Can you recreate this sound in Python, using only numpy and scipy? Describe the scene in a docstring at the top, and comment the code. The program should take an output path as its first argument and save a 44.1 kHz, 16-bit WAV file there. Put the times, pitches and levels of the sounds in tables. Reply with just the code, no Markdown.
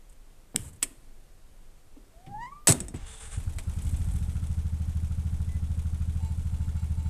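"""A quad bike is started in a dirt yard, heard from the seat. First the key slides and two switches click.
A short whine rises, then the starter slams in with a clack and cranks the engine in rasping surges;
a fence faintly echoes these sounds. The single cylinder catches in a few uneven firings, each one a push
of gas that rings the exhaust pipe. It settles into a thudding idle with light valve clatter,
and near the end come a few faint squeaks."""
import sys
import numpy as np
from scipy import signal
from scipy.fft import rfft, irfft, next_fast_len
from scipy.io import wavfile
from scipy.ndimage import map_coordinates

SR = 44100
rng = np.random.default_rng(int(sys.argv[2]) if len(sys.argv) > 2 else 0)


def transcribe(u):
    """Save the signal u as a 16-bit wav file named by the first command-line argument.

    u: samples, shape (n,) or (channels, n), limited to [-1, 1]; the rate is SR.
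    q: integer samples, one column per channel.
    """
    v = np.clip(np.atleast_2d(u).T, -1, 1)
    q = np.round(v * 32767).astype(np.int16)
    wavfile.write(sys.argv[1], SR, q)


N = 313049


def amp(db):
    """Turn decibels into a number to multiply by."""
    return 10 ** (np.asarray(db) / 20)


def unit(x):
    """Scale a sound to an average (rms) level of 1."""
    return x / np.sqrt(np.mean(x ** 2) + 1e-20)


def clock():
    """The time of each sample, in seconds."""
    return np.arange(N) / SR


def along(points, hz):
    """Read between (frequency, value) points, with octaves evenly spaced."""
    f, v = np.transpose(points)
    return np.interp(np.log(hz + 1), np.log(f + 1), v)


def curves(rows):
    """Join timed rows with straight lines: one curve for each column after the time."""
    times, *columns = np.transpose(rows)
    return [np.interp(clock(), times, column) for column in columns]


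def wobble(rate):
    """A smooth random curve through `rate` new values a second."""
    return map_coordinates(rng.standard_normal(int(N * rate / SR) + 4), [clock() * rate])


def filtered(x, response):
    """Multiply each frequency in x by response(frequency)."""
    size = next_fast_len(N + SR // 2)
    return irfft(rfft(x, size) * response(np.fft.rfftfreq(size, 1 / SR)), size)[:N]


def resonance(f, hz, width):
    """How something that rings at hz answers each frequency f; narrower rings longer."""
    return 1j * f * width / (hz * hz - f * f + 1j * f * width)


def noise(spectrum):
    """Noise at level 1; the table sets only the balance of low and high."""
    return unit(filtered(rng.standard_normal(N), lambda f: amp(along(spectrum, f))))


def ringing_noise(hz, width_hz):
    """Noise at level 1, gathered around one pitch."""
    return unit(filtered(rng.standard_normal(N), lambda f: resonance(f, hz, width_hz)))


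def stroke(start_s, length_s, attack_s, fade_s):
    """A level that rises, holds and dies away. Everywhere, fade_s is the time to fall 60 dB."""
    age = clock() - start_s
    return np.clip(age / attack_s, 0, 1) * amp(-60 * np.maximum(age - length_s, 0) / fade_s)


def decays(times, levels_db, fades_s):
    """The level of a series of blows whose energies add up and die away."""
    t = clock()[:SR // 2]
    power = np.zeros(N + SR)
    for start, db, fade_s in zip(times, levels_db, fades_s):
        power[round(start * SR):][:len(t)] += amp(db - 60 * t / fade_s) ** 2
    return np.sqrt(power[:N])


# the tone of the open air: frequency_hz, level_db
AIR_TONE = [(5, -44), (14, 1), (27, -3.5), (60, -20.5), (120, -25), (200, -30.5), (500, -34.5),
            (1000, -40.5), (1800, -44), (5500, -48.5), (8500, -46), (11000, -50), (14000, -52.5)]


def open_air(level_db=-49.5):
    """A quiet outdoor rumble and hiss whose level drifts a little."""
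    return amp(level_db + .5 * wobble(6)) * noise(AIR_TONE)


# how long the yard echoes: frequency_hz, fade_s
YARD_FADES = [(100, 0.41), (1000, 0.6), (8000, 0.18), (14000, 0.39)]


def yard_echo(sound, level_db=-20):
    """Sound scatters back from the fence; each frequency dies at its own speed."""
    hz, t, bands = signal.stft(rng.standard_normal(SR // 2), SR, nperseg=256)
    fading = amp(-60 * t / along(YARD_FADES, hz)[:, None])
    tail = signal.istft(bands * fading, SR, nperseg=256)[1]
    return amp(level_db) * signal.fftconvolve(sound, tail / np.linalg.norm(tail))[:N]


# faint squeaks at idle: start_s, length_s, pitch_hz, level_db, overtones_db
SQUEAKS = [(5.485, .11, 2010, -62, -26), (6.182, 0.046, 783, -58, -20), (6.183, .16, 886, -58, 0),
           (6.464, .28, 876, -66, 2.5), (6.76, 0.094, 875, -59, 4), (6.958, 0.15, 883, -61, 0)]
# the overtones of a squeak: pitch_ratio, relative_db
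SQUEAK_OVERTONES = [(2.52, -13), (3.2, -13.5), (4.5, -12.5), (5.14, -15), (8.42, -9)]


def squeaks(flicker_db=2.5, shaken_db=1.5):
    """Thin, slightly unsteady squeaks swell and fade, shaken by each engine cycle."""
    t = clock()
    unsteady_time = t + np.cumsum(.005 * wobble(200)) / SR
    out = np.zeros(N)
    for start, length, hz, db, overtones_db in SQUEAKS:
        on = (t > start) & (t < start + length)
        swell = np.sqrt(2 * np.abs(np.sin(np.pi * (t[on] - start) / length)))
        phase = 2 * np.pi * hz * unsteady_time[on]
        overtones = sum(amp(level) * np.sin(ratio * phase) for ratio, level in SQUEAK_OVERTONES)
        out[on] += amp(db) * swell * (np.sin(phase) + amp(overtones_db) * overtones)
    return out * amp(flicker_db * wobble(90) + shaken_db * cycle_swing(peak_at=0.28))


# the key is touched and slides in its lock; last, a switch spring rings out after the second click:
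# start_s, length_s, level_db, fade_s
KEY_AND_SPRING = [(0.091, .008, -59, .05), (0.12, .008, -59.5, .05), (0.57, 0.12, -52, .09),
                  (0.726, .008, -56, .07), (0.756, .008, -59.5, .06), (0.83, .01, -52, 0.48)]
# the tone they share: frequency_hz, level_db
KEY_AND_SPRING_TONE = [(290, -30), (500, 6), (729, -12), (936, 1), (1460, -6), (2940, -7), (3190, -8.5),
                       (5500, -11.5), (8130, 7), (14000, -10)]


def key_and_spring(grain_db=2.5, attack_s=.007):
    """The key scrapes in its lock, then a switch spring rings out; both are gritty noise."""
    level = sum(amp(db) * stroke(s, length, attack_s, fade) for s, length, db, fade in KEY_AND_SPRING)
    return level * unit(amp(grain_db * wobble(500)) * noise(KEY_AND_SPRING_TONE))


# jolts through the frame: start_s, level_db, pitch_hz, fade_s
FRAME_JOLTS = [(.545, -30.5, 210, 0.12), (.59, -38.5, 90, 0.7), (.829, -43, 255, 0.19),
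               (.908, -52, 242, 0.15), (1.964, -49.5, 274, 0.29), (2.268, -44, 128, 0.87),
               (2.683, -20, 215, 0.19), (2.696, -12, 120, 0.063), (2.759, -37, 55, 0.88),
               (2.94, -28.5, 97, .12)]


def body_thuds(jolts=FRAME_JOLTS, width_ratio=0.89):
    """Each jolt shakes the bodywork, which answers with a broad, low thud."""
    t = clock()[:SR // 2]
    f = np.fft.rfftfreq(len(t), 1 / SR)
    out = np.zeros(N + SR)
    for start, db, hz, fade_s in jolts:
        panel = resonance(f, hz, width_ratio * hz) ** 2
        dying = amp(-60 * t / fade_s)
        thud = irfft(rfft(dying * rng.standard_normal(len(t))) * panel, len(t))
        out[round(start * SR):][:len(t)] += amp(db) * np.linalg.norm(dying) * thud / np.linalg.norm(thud)
    return out[:N]


# the tone of a sharp crack: frequency_hz, level_db
CRACK_TONE = [(2500, -40), (4000, -10), (5500, -10), (7200, -8), (7900, 6.5), (8500, 1.5), (9500, 1),
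              (11000, -10.5), (12500, -17.5), (14000, -13)]
# the notes the steel parts ring at: pitch_hz, relative_db, fade_s
STEEL_NOTES = [(358, -17.5, 0.44), (670, -10.5, 0.21), (1916, -11, .05), (3680, -11, 0.08),
               (5450, -13, 0.1), (6300, -8, 0.071), (6847, -2, 0.059), (8470, -7, 0.095),
               (7850, 11.5, 0.026), (7910, 6, 0.053), (8650, 4, 0.072), (8450, -23, .08), (8841, -21, .08),
               (10400, -12, 0.076)]


def contacts(hits, housing_tone):
    """Each hit cracks, knocks its housing and leaves the steel ringing."""
    starts, crack_db, knock_db, fade_s, ring_db = np.transpose(hits)
    cracks = decays(starts, crack_db, fade_s) * noise(CRACK_TONE)
    knocks = decays(starts, knock_db, fade_s) * noise(housing_tone)
    t = clock()[:SR // 4]
    hz, note_db, note_fade_s = np.transpose(STEEL_NOTES)[:, :, None]
    notes = amp(note_db - 60 * t / note_fade_s) * np.sin(2 * np.pi * hz * t)
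    strengths = amp(ring_db[:, None] + rng.normal(0, 2.3, (len(starts), len(STEEL_NOTES))))
    ring = np.zeros(N + SR)
    for start, wave in zip(starts, strengths @ notes):
        ring[round(start * SR):][:len(t)] += wave
    return cracks + knocks + ring[:N]


# snaps of the handlebar switches: start_s, crack_db, knock_db, fade_s, ring_db
SWITCH_SNAPS = [(.561, -3.5, -13.5, 0.0049, -64), (0.8277, -16, -25.5, 0.045, -40)]
# the tone of their plastic housing: frequency_hz, level_db
PLASTIC_TONE = [(250, -24), (500, -12.5), (1100, -1.5), (1600, -3), (2300, 9.5), (3200, 1), (4500, -12),
                (7000, -38)]


def switches(lead_s=0.004, crack_db=-45, knock_db=-42, fade_s=0.022, ring_db=-75):
    """Each switch is touched lightly, then snaps over. The settings describe the touch."""
    touches = [(start - lead_s, crack_db, knock_db, fade_s, ring_db) for start, *_ in SWITCH_SNAPS]
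    return contacts(touches + SWITCH_SNAPS, PLASTIC_TONE)


# the path of the rising whine: time_s, pitch_hz, level_db
WHINE_PATH = [(2.11, 620, -73.5), (2.16, 658, -61.5), (2.24, 754, -62), (2.345, 825, -43.5),
              (2.455, 985, -39.5), (2.51, 1090, -56), (2.524, 1141, -44.5), (2.61, 1210, -58),
              (2.665, 1190, -67)]
# its upper overtones: pitch_ratio, relative_db
RASP_OVERTONES = [(3, -7), (4, -15), (5, -11), (6, -17), (7, -14), (8, -14)]


def whine(rasp_s=2.444, rasp_width_s=0.058, smooth_db=-24.5, rasp_rise_db=18.5, flicker_db=2.7):
    """A fluttering whine glides upward and rasps briefly at its loudest."""
    t = clock()
    hz, db = curves(WHINE_PATH)
    rasp = amp(smooth_db + rasp_rise_db * np.exp(-((t - rasp_s) / rasp_width_s) ** 4))
    flutter = .014 * wobble(70) + .02 * np.sqrt(rasp) * wobble(600)
    phase = 2 * np.pi * np.cumsum(hz * (1 + flutter)) / SR
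    overtones = sum(amp(level - 3.5) * np.sin(ratio * phase) for ratio, level in RASP_OVERTONES)
    wave = np.sin(phase) + rasp * np.sin(2 * phase) + rasp ** 2 * overtones
    sounding = (t > WHINE_PATH[0][0]) & (t < WHINE_PATH[-1][0])
    return sounding * np.sqrt(2) * amp(db + flicker_db * wobble(92)) * wave


def drive_chatter(start_s=2.672, gap_s=.0092, loss_db=2.1):
    """List the five quick, fading hits of the starter drive slamming in."""
    crack_db, knock_db, fade_s, ring_db = -8, -18.5, 0.044, -23
    return [(start_s + gap_s * k, crack_db - loss, knock_db - loss, fade_s, ring_db - loss)
            for k, loss in enumerate(loss_db * np.arange(5))]


# the drive's first bounce, and what each next one loses: crack_db, knock_db, ring_db, thud_db
FIRST_BOUNCE = [-14, -24.5, -31.5, -28.5]
BOUNCE_LOSS = [17, 12.3, 8.1, 7.6]
# single knocks in the engine: start_s, crack_db, knock_db, fade_s, ring_db
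ENGINE_KNOCKS = [(2.264, -69, -52, 0.096, -79.5), (2.942, -51.5, -49, 0.1, -68),
                 (3.585, -38, -38.5, 0.069, -64)]
# the tone of the struck engine housing: frequency_hz, level_db
HOUSING_TONE = [(200, -65), (400, 2.5), (700, 6), (1400, -1.5), (2100, 1.5), (3200, -1.5), (4500, -10),
                (7000, -19)]


def starter_clack(bounce_s=2.7224, gap_s=.0815, gap_ratio=.975, fade_s=.024, thud_hz=202, thud_fade_s=.21):
    """The drive slams in, then bounces ever more softly, jolting the bodywork; the engine knocks too."""
    hits, jolts = drive_chatter(), []
    for k in range(4):
        crack_db, knock_db, ring_db, thud_db = np.array(FIRST_BOUNCE) - k * np.array(BOUNCE_LOSS)
        hits.append((bounce_s, crack_db, knock_db, fade_s, ring_db))
        jolts.append((bounce_s, thud_db, thud_hz, thud_fade_s))
        bounce_s += gap_s * gap_ratio ** k
    return contacts(hits + ENGINE_KNOCKS, HOUSING_TONE) + body_thuds(jolts)


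# surges of the starter under load: start_s, length_s, gear_db, brush_db, ring_db, fade_s
STARTER_SURGES = [(2.706, 0.021, -44.5, -44.5, -70, .45), (2.937, 0.11, -53.5, -63.5, -68, .18),
                  (3.054, 0.087, -52, -50.5, -56.5, 0.79), (3.191, 0.068, -50, -48.5, -60, 0.3),
                  (3.304, 0.049, -49.5, -47, -59, 0.23)]
# the tone of the rasping gears and of the motor's hissing brushes: frequency_hz, level_db
GEAR_RASP_TONE = [(200, -24), (330, -18), (445, 0), (560, 0), (790, 2), (1260, 3), (1600, 3.5), (2100, 1.5),
                  (3000, -1), (3500, -4), (4300, -7.5), (7000, -6), (14000, -39)]
BRUSH_TONE = [(3500, -24), (5500, -14.5), (7200, -0.5), (8500, 4.5), (10000, -3), (11200, -16),
              (14000, -33)]
# the notes the gears sing: pitch_hz, relative_db
GEAR_NOTES = [(446.8, -67), (807.5, -68.5), (2121, -75), (2859, -70)]


def starter_motor(tooth_hz=447, chop_depth=0.16, notes_gain_db=54, grit_db=1.0, attack_s=0.014):
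    """In each surge the gears rasp, sing and ring and the brushes hiss; the teeth chop rasp and hiss."""
    shapes = np.array([stroke(s, length, attack_s, fade) for s, length, *_, fade in STARTER_SURGES])
    strengths = amp(np.transpose(STARTER_SURGES)[2:5])
    gear_level, brush_level, ring_level = np.sqrt(strengths ** 2 @ shapes ** 2)
    tooth_phase = 2 * np.pi * np.cumsum(tooth_hz * (1 + 0.017 * wobble(22))) / SR
    teeth = unit(1 + chop_depth * np.sin(tooth_phase))
    grit = unit(amp(grit_db * wobble(130)))
    gears = 0.71 * teeth * noise(GEAR_RASP_TONE)
    for hz, db in GEAR_NOTES:
        phase = 2 * np.pi * np.cumsum(hz * (1 + 0.013 * wobble(60))) / SR
        gears += amp(db + notes_gain_db) * np.sqrt(2) * np.sin(phase)
    ring = ringing_noise(hz=3480, width_hz=260)
    return grit * (gear_level * gears + ring_level * ring + brush_level * teeth * noise(BRUSH_TONE))


# the first uneven firings: start_s, level_db
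FIRST_FIRINGS = [(3.372, -2), (3.467, -1), (3.560, -9), (3.669, -2), (3.763, -3), (3.845, -2.5)]


def engine_cycles(idle_hz=13.323, flare_hz=1.1, flare_s=4.22, flare_width_s=.155, sway_hz=.21, sway_s=1.15):
    """Count cycles, one per firing: the engine catches, speeds up briefly, then sways around idle."""
    t, fired = clock(), [start for start, _ in FIRST_FIRINGS]
    age = t - fired[-1]
    flare = flare_hz * np.exp(-((t - flare_s) / flare_width_s) ** 2)
    speed = idle_hz + flare + sway_hz * np.sin(2 * np.pi * age / sway_s)
    return np.interp(t, fired, np.arange(len(fired))) + np.cumsum(speed * (age > 0)) / SR


def cycle_times(place):
    """The times when the engine passes a given place (0 to 1) in its cycle."""
    cycles = engine_cycles()
    return np.interp(np.arange(place, cycles[-1]), cycles, clock())


def cycle_swing(peak_at):
    """A wave that peaks at the same place (0 to 1) in every engine cycle."""
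    return np.cos(2 * np.pi * (engine_cycles() - peak_at))


# how hard the engine works: time_s, strain_0_to_1
ENGINE_STRAIN = [(2.95, 0.33), (3.26, 0), (3.37, 0.7), (3.48, 0.55), (3.66, 0.43), (3.85, 1), (4.2, 0.61),
                 (4.65, 0.18), (5.6, 0.16)]


def strain():
    """The engine's effort at each sample: high as it catches, low at idle."""
    return curves(ENGINE_STRAIN)[0]


# valve and piston taps: place_in_cycle_0_to_1, relative_db
ENGINE_TAPS = [(.02, -4), (0.291, 1.5), (.45, -9), (.61, -5), (.7, -0.5)]
# the tone of the engine casing, the valves and the cam chain: frequency_hz, level_db
CASING_TONE = [(150, -2.5), (280, 2.5), (340, -11), (444, -7), (617, -12.5), (824, -10), (1160, -16.5),
               (1390, -16), (1720, -19), (2200, -21.5), (4740, -24), (6500, -24), (9000, -37)]
VALVE_TONE = [(400, -43), (800, 2), (1400, -5), (1750, -6), (2250, 1), (2900, -2.5), (3500, 1),
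              (4500, -11.5), (6500, -0.5), (9000, -18.5)]
CHAIN_TONE = [(3240, -38), (5500, -23), (7060, -3.5), (8070, 3), (9180, 1), (9920, -0.5), (12700, -10),
              (14000, -16)]


def engine_clatter(casing_db=-54.5, chain_db=-63, tap_fade_s=0.08, swing_db=4.5, slap_db=3.2):
    """Valves and piston tap in each cycle while casing and chain rustle, all louder under strain."""
    effort = strain()
    hits = [(start, db + rng.normal(0, 1)) for place, db in ENGINE_TAPS for start in cycle_times(place)]
    times, levels_db = np.transpose(hits)
    taps = amp(-2) * decays(times, levels_db, np.full(len(times), tap_fade_s))
    rustle = 0.86 * noise(CASING_TONE)
    # the clatter swells while the crank runs fastest, after each firing
    swell = amp(swing_db * cycle_swing(peak_at=0.5))
    valves = 0.61 * amp(2.5 * effort) * swell * taps * noise(VALVE_TONE)
    casing = amp(casing_db + 5 * effort) * (rustle + valves)
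    # under strain the slack chain slaps unevenly
    uneven_db = 2.5 * wobble(400) + slap_db * effort * wobble(150)
    chain = amp(chain_db + 11 * effort + uneven_db) * (0.45 + taps) * noise(CHAIN_TONE)
    running = stroke(FIRST_FIRINGS[0][0], N / SR, attack_s=0.008, fade_s=1)
    return running * (casing + chain)


# the rumble of the rocking frame: frequency_hz, level_db
ROCKING_TONE = [(12, -13), (25, 6), (45, 5.5), (70, 3), (120, -12), (190, -17), (400, -61)]


def frame_shake(crank_db=-41, rocking_db=-45.5, strain_db=12.5):
    """The crank shakes the frame twice a cycle, and the frame rocks on its springs under strain."""
    cycles = engine_cycles()
    shake = np.sqrt(2) * np.sin(4 * np.pi * cycles) * np.clip(cycles / 4, 0, 1)
    working = stroke(ENGINE_STRAIN[0][0], N / SR, attack_s=0.063, fade_s=1)
    rocking = working * amp(rocking_db + strain_db * strain()) * noise(ROCKING_TONE)
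    return amp(crank_db) * shake + rocking


# the tone of a puff of exhaust gas: frequency_hz, level_db
PUFF_TONE = [(25, -23), (60, 4), (110, -9), (170, -13), (260, -1), (400, -30), (800, -25), (2000, -79)]


def exhaust_puffs(firings, levels_db, rush_db=-52, tailpipe_db=-57, delay_s=0.01, fade_s=.12):
    """A swirling puff of gas follows each firing and hums in the tailpipe."""
    puffs = decays(firings + delay_s, levels_db, np.full(len(firings), fade_s))
    hum = ringing_noise(hz=1383, width_hz=160)
    rush = amp(rush_db) * noise(PUFF_TONE)
    return puffs * (rush + amp(tailpipe_db + 2.6 * wobble(8)) * hum)


# the notes the silencer and air box ring at: pitch_hz, width_hz, gain_db
PIPE_NOTES = [(42.5, 10, 24.5), (56, 20.6, 25.5), (77.96, 9.2, 40), (124.2, 11.1, 28), (174, 17.4, 29.5),
              (272, 9.5, 20.5)]


def exhaust(firing_db=-2.95, scatter_db=0.47, muffler_hz=162, pop_hz=62, pop_gain_db=32):
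    """Each firing pushes gas into the pipe and makes it ring; the muffler lets the low thud through."""
    firings = cycle_times(0)
    levels_db = firing_db + 0.5 * np.interp(firings, clock(), strain())
    levels_db += scatter_db * rng.standard_normal(len(firings))
    levels_db[:len(FIRST_FIRINGS)] = [db for _, db in FIRST_FIRINGS]
    pushes = np.bincount(np.round(firings * SR).astype(int), amp(levels_db), N)[:N]

    def pipe(f):
        return sum(-(-1) ** k * amp(db) * resonance(f, hz, width)
                   for k, (hz, width, db) in enumerate(PIPE_NOTES))

    def pop(f):
        return -amp(pop_gain_db) * resonance(f, pop_hz, width=85) ** 2

    def muffler(f):
        return signal.freqs(*signal.butter(6, 1, analog=True), f / muffler_hz)[1]

    # the first slow firings are mostly short, deep pops; the pipe rings fully once the engine runs
    ring_share = np.clip(0.38 + engine_cycles() / 9, 0, 1)
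    thuds = filtered(ring_share * pushes, lambda f: pipe(f) * muffler(f))
    pops = filtered((1 - ring_share) * pushes, lambda f: pop(f) * muffler(f))
    return thuds + pops + exhaust_puffs(firings, levels_db)


def scene():
    """The open air, the starting sounds with their echo, and the running engine, in one channel."""
    starting = switches() + key_and_spring() + body_thuds() + whine() + starter_clack() + starter_motor()
    background = open_air() + yard_echo(starting)
    engine = exhaust() + frame_shake() + engine_clatter() + squeaks()
    return (background + starting + engine)[None]


def record(dry, ceiling=0.37, top_hz=14100):
    """Round off the loudest peaks and remove the very highest treble."""
    rounded = dry[0] / (1 + np.abs(dry[0] / ceiling) ** 4) ** (1 / 4)
    return filtered(rounded, lambda f: f < top_hz)[None]


dry = scene()
out = record(dry)
transcribe(out)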